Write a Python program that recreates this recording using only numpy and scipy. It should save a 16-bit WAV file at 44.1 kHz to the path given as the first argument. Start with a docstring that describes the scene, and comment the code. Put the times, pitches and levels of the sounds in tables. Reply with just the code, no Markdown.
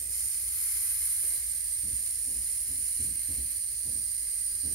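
"""Butane hisses from a can pressed onto the fill valve of a soldering iron, close by on a workbench.
The turbulent jet rings the valve's narrow cavities near 9 kHz; its colour shifts with the hand's
pressure and the seating of the nozzle. Soft, dull handling knocks come now and then, over low
mains hum and a faint fan in a quiet room."""
import sys
import numpy as np
from scipy import signal
from scipy.fft import rfft, irfft
from scipy.io import wavfile
from scipy.ndimage import uniform_filter1d

SR = 44100
rng = np.random.default_rng(int(sys.argv[2]) if len(sys.argv) > 2 else 0)


def store_wav(level_fs):
    """Save 16-bit WAV to argv[1]."""
    pcm = np.round(np.clip(np.atleast_2d(level_fs), -1, 1) * 32767)
    wavfile.write(sys.argv[1], SR, pcm.T.astype(np.int16))


N = 209254
TIME, HZ = np.arange(N) / SR, np.fft.rfftfreq(N, 1 / SR)


def amp(db):
    """dB to gain."""
    return 10 ** (np.asarray(db) / 20)


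def unit_rms(x):
    """Scale to rms 1."""
    return x / np.sqrt(np.mean(x ** 2) + 1e-20)


def curve_at(table, hz, column=1):
    """Table column interpolated over log frequency."""
    columns = np.transpose(table)
    return np.interp(np.log(hz + 1), np.log(columns[0] + 1), columns[column])


def white_spectrum():
    """Spectrum of fresh white noise."""
    return rng.standard_normal(len(HZ)) + 1j * rng.standard_normal(len(HZ))


def wander(rate_hz):
    """Smooth random signal, rms 1, rolling off at rate_hz."""
    return unit_rms(irfft(white_spectrum() * np.exp(-(HZ / rate_hz) ** 2) * (HZ > 0), N))


def low_noise(table, split_hz, right_db, decorrelation=0.55):
    """Stereo noise, rms 1: long waves reach both sides alike, short ones differ and lean right."""
    apart = 1 - 1 / (1 + (HZ / split_hz) ** 4)
    coherence = 1 - decorrelation * apart
    left = white_spectrum()
    right = (coherence * left + np.sqrt(1 - coherence ** 2) * white_spectrum()) * amp(right_db * apart)
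    return unit_rms(irfft(np.array([left, right]) * amp(curve_at(table, HZ)), N))


def jet():
    """Turbulence: a diffuse rush plus cavity resonances that reach each side by their own path."""
    # jet rush: (frequency [Hz], left density [relative dB], right density [relative dB])
    rush = [(700, -45, -44.5), (1040, -47.5, -43), (1790, -55, -66), (3010, -35.5, -32.5), (3640, -35, -41),
            (3860, -67, -36), (5400, -31, -27.5), (6900, -81, -25), (8600, -30, -23), (9400, -10.5, -32),
            (9970, -13.5, -13), (12200, -23, -32), (14100, -27, -27.5), (15900, -33, -32)]
    # resonances of valve, nozzle and cupped hand:
    # (frequency [Hz], width [Hz], left [relative dB], right [relative dB], left phase lead [rad])
    cavities = [(1224, 154, -44.5, -36, 1.05), (1665, 360, -38, -30.5, -1), (2090, 380, -36, -24, 1.1),
                (2517, 200, -56, -29, 0), (4110, 420, -29.5, -28.5, 0.95), (4414, 187, -25, -25, 1.2),
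                (4744, 260, -22.5, -26, -2), (5300, 660, -28, -26.5, -0.45), (6000, 370, -32, -27, -5),
                (6360, 820, -32.5, -32, -0.1), (7230, 310, -28, -19, 1), (7397, 220, -27, -18.5, 3.5),
                (8780, 306, -24, -3.5, -1.9), (8790, 105, -13, -5, 1), (9110, 248, -13, -3, -0.64),
                (9351, 87, -10, -2.5, 0), (9493, 410, -18, -8, -0.5), (9760, 19, -13, -31, 0),
                (10010, 145, -30, -9, -8), (10060, 76, -8, -8, -2.5), (9930, 92, -15.5, -12, -0.5),
                (10280, 110, -14, -6, -2.5), (10650, 86, -15.5, -28, -0.5), (10920, 126, -14, -10.5, 1.5),
                (11540, 220, -12.5, -12, 4), (11770, 107, -11, -23, -0.5), (12330, 560, -14, -20, -4),
                (12590, 200, -9.5, -19, 2.5), (12800, 140, -23, -22, -3.5), (13240, 300, -24, -18, -1.5),
                (14400, 350, -35, -27, -0.5), (15560, 460, -26, -24, -2.5)]
    spectrum = np.array([white_spectrum() * amp(curve_at(rush, HZ, side)) for side in (1, 2)])
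    spectrum *= HZ ** 2 / (HZ ** 2 + 300 ** 2)  # a small jet radiates no bass
    for hz, width_hz, left_db, right_db, lead_rad in cavities:
        ring = white_spectrum() / (1 + 2j * (HZ - hz) / width_hz) ** 2
        spectrum += np.outer([amp(left_db) * np.exp(1j * lead_rad), amp(right_db)], ring)
    return unit_rms(irfft(spectrum, N))


def nozzle_seating(t, slip_s=0.056):
    """The nozzle slips from seat to seat, favouring other cavities; returns three band gains in dB."""
    # nozzle seats: (time [s], rush [dB], main ring [dB], upper ring [dB])
    seats = [(0, -1.5, 0, -5), (0.11, 2.3, 1, -0.3), (0.38, -0.5, -1.2, 0.5), (0.59, 0, -0.8, 2.5),
             (1.04, -0.3, 0, 4), (1.36, -0.5, 0.6, 0), (2.0, 0.2, -1.6, 1.3), (3.07, -1.9, 1.5, -1.8),
             (3.57, -0.5, 0.5, -1.45)]
    seats = np.array(seats)
    slipped = np.clip((t - seats[1:, :1]) / slip_s + 0.5, 0, 1)
    steps_db = np.diff(seats[:, 1:], axis=0).T
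    return seats[0, 1:, None] + steps_db @ slipped


def hand_ridges(shape, span_bins=4, span_frames=220):
    """Narrow spectral peaks and dips that come and go as the hands shift."""
    field = uniform_filter1d(rng.standard_normal(shape), span_bins, axis=0)
    return unit_rms(uniform_filter1d(field, span_frames, axis=1))


def gas_hiss(base_db=-31.0, ridge_db=1.42, sputter_db=0.61, sputter_hz=130,
             tremor_hz=7, flow_tremor_db=0.37, ring_tremor_db=0.74):
    """The jet, coloured by flow and seating; the pressing hand trembles, boiling droplets sputter."""
    # valve flow under the hand's pressure: (time [s], flow [dB re usual])
    flow = [(0, -2), (0.06, -3), (0.14, 0), (0.27, 0), (0.47, 0), (0.6, 3), (0.75, 3), (1.22, 1.5),
            (1.5, -1), (2.1, -1.7), (2.72, -2.3), (3.0, -1.1), (3.1, -1.3), (3.35, 0.3), (3.5, -1.3),
            (3.6, -3), (4.74, -2.5)]
    # jet response to flow: (frequency [Hz], slope [dB/dB])
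    flow_response = [(700, 1.3), (1300, 2.13), (1800, 1.2), (2100, 1.75), (2700, 1.08), (4500, 0.56),
                     (8000, 0.9), (8750, -0.23), (9350, 0.07), (10100, 0.06), (10900, 1), (11500, 1.5),
                     (12550, 1.05), (13400, 2.2), (15000, 0.3)]
    # bands of the rush, main ring and upper ring: (centre [Hz], half width [Hz])
    bands = [(6000, 1800), (8880, 590), (10250, 1330)]
    hz, t, frames = signal.stft(jet(), SR, nperseg=1024, noverlap=768)
    hz = hz[:, None]
    flow_db = np.interp(t, *np.transpose(flow))
    flow_db += flow_tremor_db * np.interp(t, TIME, wander(tremor_hz))
    rush_db, main_db, upper_db = nozzle_seating(t)
    main_db += ring_tremor_db * np.interp(t, TIME, wander(tremor_hz))
    gain_db = curve_at(flow_response, hz) * flow_db
    for (centre_hz, half_width_hz), band_db in zip(bands, (rush_db, main_db, upper_db)):
        gain_db += band_db * np.exp(-((hz - centre_hz) / half_width_hz) ** 4)
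    gain_db += ridge_db * hand_ridges(gain_db.shape)
    _, gas = signal.istft(frames * amp(gain_db), SR, nperseg=1024, noverlap=768)
    return gas[:, :N] * amp(base_db + sputter_db * wander(sputter_hz))


def bench_reflections(x, echo_db=-9.0, min_delay_s=0.007, spread_s=0.02, count=90):
    """Echoes off bench, case and walls comb the sound finely, differently on each side."""
    taps = np.zeros((2, SR // 2))
    for side in taps:
        delays_s = min_delay_s + spread_s * rng.exponential(1, count)
        at = np.minimum(SR * delays_s, len(side) - 1).astype(int)
        side[at] = rng.choice([-1., 1.], count) * amp(echo_db) / np.sqrt(count)
    taps[:, 0] = 1  # direct path
    return signal.fftconvolve(x, taps / np.linalg.norm(taps[0]), axes=1)[:, :N]


def contacts(land_hz=78.2, land_rattle_s=0.13, settle_delay_s=0.092, settle_hz=65.3, settle_rattle_s=0.1):
    """Each knock lands, then the load settles: lower in pitch, with a shorter, weaker rattle."""
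    # knocks: (time [s], rattle [dB], skin scrape [dB re rattle], landing thud [dB], settling thud [dB])
    knocks = [ (0.0, -64, 13.5, -58, -64), (1.225, -64, 15, -53, -66), (1.83, -51.5, -2, -45.5, -41.5),
              (2.266, -52, 1.5, -56, -42.5), (2.681, -54, -3.5, -48, -46), (2.99, -47, -5.5, -40.5, -43.5),
              (3.283, -46.5, -3.5, -43.5, -36.5), (3.85, -50, 0.5, -46.5, -44),
              (4.634, -44, -4.5, -41.5, -38)]
    for start_s, rattle_db, scrape_db, land_db, settle_db in knocks:
        yield start_s, land_db, land_hz, rattle_db, land_rattle_s, scrape_db
        yield start_s + settle_delay_s, settle_db, settle_hz, rattle_db - 4, settle_rattle_s, scrape_db - 10.5


def padded_mode(t, hz, peak_s):
    """A mode struck through flesh: swells until peak_s, then dies."""
    return t / peak_s * np.exp(1 - t / peak_s) * np.sin(2 * np.pi * (hz * t + rng.random()))


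def handling_knocks(rise_s=0.011, scrape_hz=380, ring_hz=262, ring_re_rattle_db=-5.0, ring_pan_db=-10):
    """Each contact: a padded thud, a hollow ring and a short rattle, brighter where skin slides."""
    # hollow body shaken by the knocks: (frequency [Hz], density [relative dB])
    body_spectrum = [(25, -11), (55, -12), (110, 10), (138, -4), (165, 1), (205, -2), (255, -2), (330, -5),
                     (362, -9), (395, -5.5), (465, -11.5), (510, -8), (580, -16), (1500, -38)]
    body = low_noise(body_spectrum, split_hz=177, right_db=3.0)
    scrape = irfft(rfft(body) / (1 + (scrape_hz / (HZ + 1)) ** 8), N)  # high-pass
    ring_sides = amp([[ring_pan_db / 2], [-ring_pan_db / 2]])
    out = np.zeros((2, N))
    for start_s, thud_db, thud_hz, rattle_db, rattle_s, scrape_db in contacts():
        t = np.maximum(TIME - start_s, 0)
        out += amp(thud_db) * padded_mode(t, thud_hz, peak_s=0.02)
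        out += amp(rattle_db + ring_re_rattle_db) * ring_sides * padded_mode(t, ring_hz, peak_s=0.013)
        envelope = (1 - np.exp(-t / rise_s)) * np.exp(-(t / rattle_s) ** 2)
        rattle = np.roll(body + (amp(scrape_db) - 1) * scrape, rng.integers(N), axis=1)
        out += amp(rattle_db) * envelope * rattle
    return out


def room_tone(air_db=-57.5, waver_db=1.2, drift_rad=0.11):
    """Low room air under wavering mains and fan tones."""
    # room air: (frequency [Hz], density [relative dB])
    air_spectrum = [(15, -38), (36, -3.5), (55, 5), (90, 2.5), (118, -3.5), (140, -13), (200, -18.5),
                    (255, -16), (330, -20), (540, -24.5), (750, -28.5), (2000, -58)]
    # mains hum and fan: (frequency [Hz], rms level [dB], left minus right [dB])
    hum = [(59.2, -56.5, 0.5), (238.2, -77.5, -14.5), (456, -85.5, 7)]
    out = amp(air_db) * low_noise(air_spectrum, split_hz=189, right_db=3.5)
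    for hz, level_db, pan_db in hum:
        phase = 2 * np.pi * (hz * TIME + rng.random()) + drift_rad * wander(rate_hz=4.6)
        tone = np.sqrt(2) * amp(level_db + waver_db * wander(rate_hz=6.8)) * np.sin(phase)
        out += np.outer(amp([pan_db / 2, -pan_db / 2]), tone)
    return out


def scene():
    """Reflected hiss, knocks and room, in stereo."""
    return bench_reflections(gas_hiss()) + handling_knocks() + room_tone()


def record(dry):
    """Steep low-pass."""
    cutoff_hz = 15790
    lowpass = signal.firwin(801, cutoff_hz, window=("kaiser", 9), fs=SR)
    return signal.oaconvolve(dry, lowpass[None], "same")


dry = scene()
out = record(dry)
store_wav(out)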